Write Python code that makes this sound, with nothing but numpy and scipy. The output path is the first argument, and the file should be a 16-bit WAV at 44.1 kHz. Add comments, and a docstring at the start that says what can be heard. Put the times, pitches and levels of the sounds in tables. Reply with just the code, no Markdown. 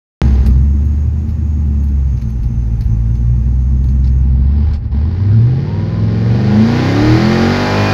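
"""Inside an old car with a supercharged V8: it lopes just above idle, stumbles, then pulls to a roar.
Firings ring the exhaust and cabin; uneven cylinder banks add half orders. Gas, intake and bank
unevenness grow with engine speed and boost, and the blower whines as the revs climb.
The nearly shut throttle whistles, tyres hiss, the body booms over bumps and loose trim rattles.
The sound cuts in with a pop; three quick clacks follow."""
import sys
import numpy as np
from scipy import signal
from scipy.fft import rfft, irfft, next_fast_len
from scipy.io import wavfile
from scipy.ndimage import uniform_filter1d

SR = 44100
rng = np.random.default_rng(int(sys.argv[2]) if len(sys.argv) > 2 else 0)


def pcm_store(signal):
    """Save signal as 16-bit PCM."""
    levels = np.round(np.clip(np.atleast_2d(signal), -1, 1) * 32767)
    wavfile.write(sys.argv[1], SR, levels.astype(np.int16).T)


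N = 349713
TIME_S = np.arange(N) / SR
START_S, CRUISE_FIRING_HZ = 0.217, 75

# cabin standing waves: centre_hz, width_hz, lift_db
CABIN_MODES = [(827, 70, 6), (990, 82, 2.5), (1123, 13, 8), (1239, 33, 6.5), (1440, 19, 7), (1616, 13, 7.5),
               (1837, 70, 5.5), (2080, 53, 4), (2463, 20, 8), (2677, 28, 8.5)]
# tyre and air hiss: freq_hz, level_db
HISS_SPECTRUM = [(220, -10.5), (320, 9.5), (460, 5), (660, -3.5), (810, -2), (1200, -8), (2500, -13.5),
                 (3300, -20), (5000, -19), (6600, -20), (8600, -38.5), (11000, -27), (15000, -36.5)]
# body boom: freq_hz, level_db
BOOM_SPECTRUM = [(15, -36.5), (28, -19), (42, 0.5), (55, -7.5), (85, -8), (130, -16.5)]
# road bumps: centre_s, level_db
ROAD_BUMPS = [(0.498, -22), (1.3, -32), (2.0, -32.5), (2.48, -18.5), (2.85, -20.5), (3.85, -26.5),
              (4.39, -25.5), (4.75, -21.5), (5.25, -31), (7.07, -24)]
# jolts of loose trim: start_s, level_db, jingle_offset_db
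TRIM_JOLTS = [(0.4634, -36.5, -2), (0.4944, -66, 1), (0.8485, -60, 8.5), (1.287, -42.5, -9),
              (1.8344, -51.5, 4), (1.8835, -51, -4), (2.171, -45, -13), (2.2143, -44.5, -11),
              (2.2907, -49, -3), (2.4306, -44, -7), (2.8072, -39.5, -11), (2.8346, -61, 7),
              (3.1516, -46, -15), (3.8393, -46.5, -4.5), (3.884, -46.5, -11), (4.0385, -40.5, -34),
              (4.0678, -42, -14), (4.7327, -36, -25)]
# trim knock: freq_hz, level_db
TRIM_SPECTRUM = [(500, -4), (1200, -8.5), (2200, 2), (3200, -5), (4700, 0.5), (6500, -13), (8500, -20.5)]
# ringing of small metal parts: centre_hz, width_hz, lift_db
TRIM_MODES = [(4300, 160, 5.5), (5300, 200, 6.5)]
# trim jingle: freq_hz, level_db
JINGLE_SPECTRUM = [(8500, -28.5), (10500, 0), (12500, 0.5), (14000, -5.5), (15500, 1)]
# hard contacts in the cabin: start_s, level_db
CLACK_HITS = [(.4615, -28), (.4655, -24), (.471, -30)]
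# crack of a contact: freq_hz, level_db
CLACK_SPECTRUM = [(300, 10.5), (900, 12), (2500, 0.5), (4800, -1.5), (8000, -7), (12000, -10), (15500, -20)]
# resonances the blower whine sweeps through: centre_hz, width_hz, lift_db
WHINE_MODES = [(945, 170, 10), (2440, 150, 20)]
# pedal presses: down_s, travel_s, lift_s, closing_s, gain_db
PEDAL_PRESSES = [(.1, .05, .38, .26, 4), (4.149, 0.54, 4.755, 0.035, 0.5), (4.8, .05, 4.86, .03, -6),
                 (4.905, .018, 7.93, .1, 0)]
# exhaust gas growl: freq_hz, level_db
GAS_SPECTRUM = [(190, -28), (330, -4.5), (464, -2), (513, -15.5), (554, -8), (651, -13), (787, -9),
                (890, -16), (1000, -12), (1250, -20.5), (1620, -49), (2750, -120)]
# intake rush: freq_hz, level_db
INTAKE_SPECTRUM = [(650, -29.5), (1100, -6.5), (1270, -5), (1400, 0.5), (1520, 0), (1850, -0.5),
                   (2410, -3.5), (2610, -9.5), (2980, -5.5), (3400, -8.5), (4740, -5.5), (6760, -20),
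                   (8430, -37.5), (11600, -30.5), (15500, -41)]
# exhaust and cabin resonances: centre_hz, width_hz, gain_db
PIPE_MODES = [(77, 11, -8.5), (114.05, 22.6, 6), (166.7, 25.2, -8.5), (214.5, 18.1, 0.5),
              (286.3, 27, -13.5), (312.6, 19, -9), (349.3, 27, -13.5), (474, 150, -15), (588, 140, -28),
              (670, 74, -23.5), (732, 28, -8.5), (1130, 180, -17)]
# misfires: centre_s, lost_fraction, half_length_s
WEAK_FIRINGS = [(0.446, 0.6, 0.013), (2.204, 0.6, 0.015), (2.303, 0.6, 0.014), (2.41, 0.64, 0.014),
                (2.481, 0.1, 0.015), (2.769, .7, .009), (2.837, 0.77, .016), (3.161, 0.5, 0.011),
                (3.43, 0.6, .008), (4.696, 0.9, 0.0089), (4.796, 1, 0.048), (4.892, 1, .018),
                (5.178, 0.6, 0.013), (5.7, 0.92, .011)]
# harmonics of the two-turn engine cycle, every eighth a firing harmonic: multiple, level_db
CYCLE_HARMONICS = [(1, -8), (2, -7.5), (3, -5), (4, -3.5), (5, -0.5), (6, -8.5), (7, -9), (8, 0), (9, -7.5),
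                   (10, -4), (11, -7.5), (12, -12.5), (13, -6.5), (14, -23.5), (15, -12), (16, -16.5),
                   (17, -9), (18, -12), (19, -24), (20, -7), (21, -10.5), (22, -18), (23, -14.5), (24, -22),
                   (26, -9), (28, -12.5), (32, -24.5)]
# crankshaft speed and firing strength: time_s, firing_hz, firing_db
ENGINE_RUN = [(.22, 67.66, -5), (.5, 62.26, -1), (.65, 69.6, -6), (1.25, 78.4, -13.5), (2, 68.37, -7.5),
              (2.25, 61.28, -10.5), (2.85, 54.7, -6), (3.7, 64.37, -5.5), (4.4, 65.37, -4.5),
              (4.65, 76.3, -9), (4.9, 64.7, -8), (5.2, 92.98, -11.5), (5.58, 134.7, -13.5),
              (5.74, 156.2, -16.5), (6, 171, -17), (6.2, 179.2, -13.5), (6.5, 202.3, -7.5),
              (6.8, 250.9, -11.5), (7.04, 302.2, -3.5), (7.25, 339.4, -10.5), (7.55, 383, -13),
              (7.85, 407.2, -18.5)]


def undb(db):
    """Decibels to gain."""
    return 10 ** (np.asarray(db) / 20)


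def unit(x):
    """Scale to rms 1."""
    return x / np.std(x)


def ramp(start_s, length_s):
    """Linear rise from 0 to 1."""
    return np.clip((TIME_S - start_s) / length_s, 0, 1)


def noise():
    """White noise."""
    return rng.standard_normal(N)


def wander(rate_hz):
    """Smooth random drift, spread near 1."""
    hold = int(SR / rate_hz)
    steps = np.repeat(noise()[:N // hold + 1], hold)
    return 1.3 * uniform_filter1d(uniform_filter1d(steps, hold), hold)[:N]


def filtered(x, response):
    """Filter by a gain function of frequency."""
    size = next_fast_len(N + SR // 4)
    hz = np.maximum(np.arange(size // 2 + 1) * SR / size, 1)
    return irfft(rfft(x, size) * response(hz), size)[:N]


def colour(x, spectrum):
    """Shape by a spectrum table, at rms 1."""
    hz, db = np.transpose(spectrum)
    return unit(filtered(x, lambda f: undb(np.interp(np.log(f), np.log(hz), db, left=-90, right=-90))))


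def lift_db(hz, modes):
    """Summed lift of resonances at a frequency."""
    return sum(db / (1 + (2 * (hz - centre_hz) / width_hz) ** 2) for centre_hz, width_hz, db in modes)


def cabin(x):
    """Standing waves between glass and steel lift narrow bands; rms 1."""
    return unit(filtered(x, lambda f: undb(lift_db(f, CABIN_MODES))))


def settling(decay_s=0.27):
    """1 as the sound starts, decaying to 0."""
    return np.exp(-np.maximum(TIME_S - START_S, 0) / decay_s)


def boost():
    """Fraction of full supercharger boost."""
    return ramp(start_s=6.032, length_s=0.77)


def effort_db(firing_hz, base_db, octave_db, boost_db):
    """Level that follows engine speed and boost."""
    return base_db + octave_db * np.log2(firing_hz / CRUISE_FIRING_HZ) + boost_db * boost()


def road_hiss(base_db=-43.5, start_lift_db=9.5, ease_db=-4, gust_db=0.5, sizzle_hz=5500):
    """Tyres and air hiss through the cabin; midway the hiss eases and loses its top."""
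    hiss = cabin(colour(noise(), HISS_SPECTRUM))
    sizzle = filtered(hiss, lambda f: 1 / (1 + (sizzle_hz / f) ** 10))
    level_db = base_db + start_lift_db * settling() + ease_db * ramp(4.3, 0.45) + gust_db * wander(33)
    return (hiss - sizzle * ramp(4.0, 0.53)) * undb(level_db)


def body_boom(base_db=-31, ease_db=-14.5, sway_db=1.5, half_bump_s=0.091):
    """The body booms over bumps, above a rumble that eases off."""
    bumps = sum(undb(db) * np.exp(-((TIME_S - at_s) / half_bump_s) ** 2) for at_s, db in ROAD_BUMPS)
    rumble = undb(base_db + ease_db * ramp(5.2, 0.33) + sway_db * wander(4))
    return colour(noise(), BOOM_SPECTRUM) * (rumble + bumps)


def rattles(attack_s=0.0017, decay_s=0.018, trim_db=-3, jingle_db=-4, chatter_db=3):
    """Each jolt sets loose trim chattering briefly."""
    knock_env, jingle_env = np.zeros(N), np.zeros(N)
    age_s = TIME_S[:SR // 8]
    burst = (1 - np.exp(-age_s / attack_s)) * np.exp(-age_s / decay_s)
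    for start_s, db, offset_db in TRIM_JOLTS:
        span = slice(int(start_s * SR), int(start_s * SR) + len(age_s))
        knock_env[span] += undb(db + trim_db) * burst
        jingle_env[span] += undb(db + offset_db + jingle_db) * burst
    ringing = filtered(noise(), lambda f: undb(lift_db(f, TRIM_MODES)))
    knock = knock_env * colour(ringing, TRIM_SPECTRUM)
    jingle = jingle_env * colour(noise(), JINGLE_SPECTRUM)
    return (knock + jingle) * undb(chatter_db * wander(550))


def strike(start_s, level_db, decay_s):
    """Instant rise, exponential decay."""
    return undb(level_db) * (TIME_S >= start_s) * np.exp(-np.abs(TIME_S - start_s) / decay_s)


def clacks():
    """Three quick hard contacts, each a short broad crack."""
    envelope = sum(strike(start_s, db, decay_s=0.0019) for start_s, db in CLACK_HITS)
    return envelope * colour(noise(), CLACK_SPECTRUM)


def pop(cutoff_hz=5000):
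    """One sharp pop as the sound cuts in."""
    pulse = strike(START_S, level_db=0.5, decay_s=0.0013)
    return signal.sosfilt(signal.butter(2, cutoff_hz, fs=SR, output="sos"), pulse)


def throttle_whistle(firing_hz, idle_hz=6210, idle_firing_hz=55, rise_hz_per_hz=18, breath_hz=460,
                     base_db=-62.5, start_lift_db=10, flutter_db=2):
    """Manifold vacuum draws a breathy whistle, higher with engine speed; it stops midway."""
    pitch_hz = idle_hz + rise_hz_per_hz * (firing_hz - idle_firing_hz)
    phase = 2 * np.pi * np.cumsum(pitch_hz) / SR
    tone = (0.75 + wander(breath_hz)) * np.cos(phase) + wander(breath_hz) * np.sin(phase)
    level_db = base_db + start_lift_db * settling() + flutter_db * wander(14)
    return unit(tone) * undb(level_db) * (1 - ramp(4.2, 0.052))


def blower(cycles, firing_hz, lobes_per_cycle=48.3, slip_rad=0.64, base_db=-50.5, flutter_db=1.8,
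           fade_span_hz=80):
    """Belt-driven rotors whine above cruising speed, fluttering with the belt."""
    phase = 2 * np.pi * lobes_per_cycle * cycles + slip_rad * (wander(25) + wander(98) / 2)
    pitch_hz = lobes_per_cycle * firing_hz / 8
    level_db = base_db + lift_db(pitch_hz, WHINE_MODES) + flutter_db * wander(25)
    pulling = np.clip((firing_hz - CRUISE_FIRING_HZ) / fade_span_hz, 0, 1)
    return np.sqrt(2) * np.sin(phase) * undb(level_db) * pulling


def pedal():
    """Throttle opening as a gain: each press ramps up, holds and closes."""
    return sum(undb(db) * ramp(down_s, travel_s) * (1 - ramp(lift_s, closing_s))
               for down_s, travel_s, lift_s, closing_s, db in PEDAL_PRESSES)


def turbulence(cycles, repeat, throb, lump, drift_rad=0.59, points=512):
    """Gas noise puffing with the firings; part repeats each cycle in a drifting pattern."""
    position = cycles % 1 * points
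    first, second = (np.interp(position, np.arange(points), rng.standard_normal(points))
                     for _ in range(2))
    blend_rad = drift_rad * wander(5)
    pattern = unit(first * np.cos(blend_rad) + second * np.sin(blend_rad))
    locked = pattern * np.sqrt(np.gradient(cycles) * points)  # noise density independent of speed
    puffs = 1 + throb * np.cos(2 * np.pi * 8 * cycles) + lump * np.cos(2 * np.pi * 5 * cycles)
    return (noise() + repeat * locked) * puffs


def gas_growl(cycles, firing_hz):
    """Turbulent exhaust gas growls in the cabin."""
    flow = turbulence(cycles, repeat=1.34, throb=0.22, lump=0.39)
    level_db = effort_db(firing_hz, base_db=-38.5, octave_db=2, boost_db=12)
    return cabin(colour(flow, GAS_SPECTRUM)) * undb(level_db)


def intake_rush(cycles, firing_hz, body_hz=2700, top_hz=6000, thin_db=-2, bright_at_db=-28,
                top_db_per_db=0.47):
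    """Intake air rushes, brighter and fuller with the flow."""
    flow = turbulence(cycles, repeat=0.6, throb=0.2, lump=0.2)
    rush = cabin(colour(flow, INTAKE_SPECTRUM))
    below_top = filtered(rush, lambda f: 1 / (1 + (f / top_hz) ** 10))
    body = filtered(rush, lambda f: 1 / (1 + (f / body_hz) ** 10))
    level_db = effort_db(firing_hz, base_db=-45, octave_db=4.5, boost_db=11)
    low = body * undb(thin_db * (1 - boost()) * (1 - settling()))
    mid = below_top - body
    top = (rush - below_top) * undb(top_db_per_db * np.minimum(level_db - bright_at_db, 0))
    return (low + mid + top) * undb(level_db)


def ignition():
    """Fraction of full burn; sags at each misfire."""
    return np.prod([1 - min(lost, 1) * np.exp(-((TIME_S - at_s) / half_s) ** 2)
                    for at_s, lost, half_s in WEAK_FIRINGS], axis=0)


def pipe(x):
    """Ring the exhaust and cabin resonances."""
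    return filtered(x, lambda f: sum(undb(db) / (1 + 1j * (f / hz - hz / f) * hz / width_hz)
                                     for hz, width_hz, db in PIPE_MODES))


def lope(cycles, firing_hz, swirl=0.59, surge=0.27, cutoff_hz=245, start_lift_db=13,
         muffler_hz=222, muffler_width_hz=40, muffler_db=1.5,
         smooth_from_hz=113.8, smooth_span_hz=22, smooth_db=-15.5):
    """Unequal firings and swirling gas burble in the pipe, surging once a cycle; fainter at speed."""
    firings = np.flatnonzero(np.diff(np.floor(8 * cycles)) > 0)
    thumps = np.zeros(N)
    thumps[firings] = rng.uniform(-0.93, 1, len(firings)) / np.sqrt(firing_hz[firings])
    gas = (unit(thumps) + swirl * noise()) * (1 + surge * np.cos(2 * np.pi * cycles))
    gas = signal.sosfilt(signal.butter(4, cutoff_hz, fs=SR, output="sos"), gas)
    gas = filtered(gas, lambda f: undb(lift_db(f, [(muffler_hz, muffler_width_hz, muffler_db)])))
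    smoothness = np.clip((firing_hz - smooth_from_hz) / smooth_span_hz, 0, 1)
    level_db = effort_db(firing_hz, base_db=-23.5, octave_db=5, boost_db=-1)
    level_db += smooth_db * smoothness + start_lift_db * settling()
    return unit(pipe(gas)) * undb(level_db)


def exhaust(cycles, firing_hz, firing_gain, waver_db=2, swell_db=0.22, blur_rad=0.052,
            stagger_turns=0.22):
    """Eight firings a cycle make the drone; uneven banks add the orders between."""
    bank_gain = undb(effort_db(firing_hz, base_db=-26.5, octave_db=5.5, boost_db=1.5))
    flow = 0
    for order, db in CYCLE_HARMONICS:
        if order % 8 == 0:
            gain, shift_turns = firing_gain, 0
        else:
            gain, shift_turns = bank_gain, stagger_turns * rng.standard_normal()
        waver = 1 if order == 8 else undb(waver_db * wander(18) + swell_db * np.sqrt(order) * wander(6))
        smear_rad = blur_rad * max(order - 8, 0) * wander(110)  # ragged pulse edges
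        phase = 2 * np.pi * (order * cycles + shift_turns) + smear_rad
        flow += undb(db) * gain * waver * np.cos(phase)
    return pipe(-np.sqrt(2) * flow)


def scene():
    """One slightly unsteady crankshaft drives the engine's voices, over road and cabin noise."""
    time_s, *columns = np.transpose(ENGINE_RUN)
    firing_hz, firing_db = (np.interp(TIME_S, time_s, column) for column in columns)
    cycles = np.cumsum(firing_hz * (1 + 0.003 * wander(30))) / SR / 8
    burn = ignition()
    engine = exhaust(cycles, firing_hz, undb(firing_db) * burn)
    engine += lope(cycles, firing_hz) * np.sqrt(burn)
    engine += (gas_growl(cycles, firing_hz) + intake_rush(cycles, firing_hz)) * pedal()
    engine += blower(cycles, firing_hz) + throttle_whistle(firing_hz)
    return (engine + road_hiss() + body_boom() + rattles() + clacks())[None]


def record(dry, cutoff_hz=15600):
    """Round the highest peaks, cut in with a pop, low-pass."""
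    rounded = dry / (1 + dry ** 8) ** (1 / 8)
    opened = rounded * ramp(START_S, 0.002) + pop()
    return signal.sosfilt(signal.ellip(8, 0.2, 70, cutoff_hz, fs=SR, output="sos"), opened)


dry = scene()
out = record(dry)
pcm_store(out)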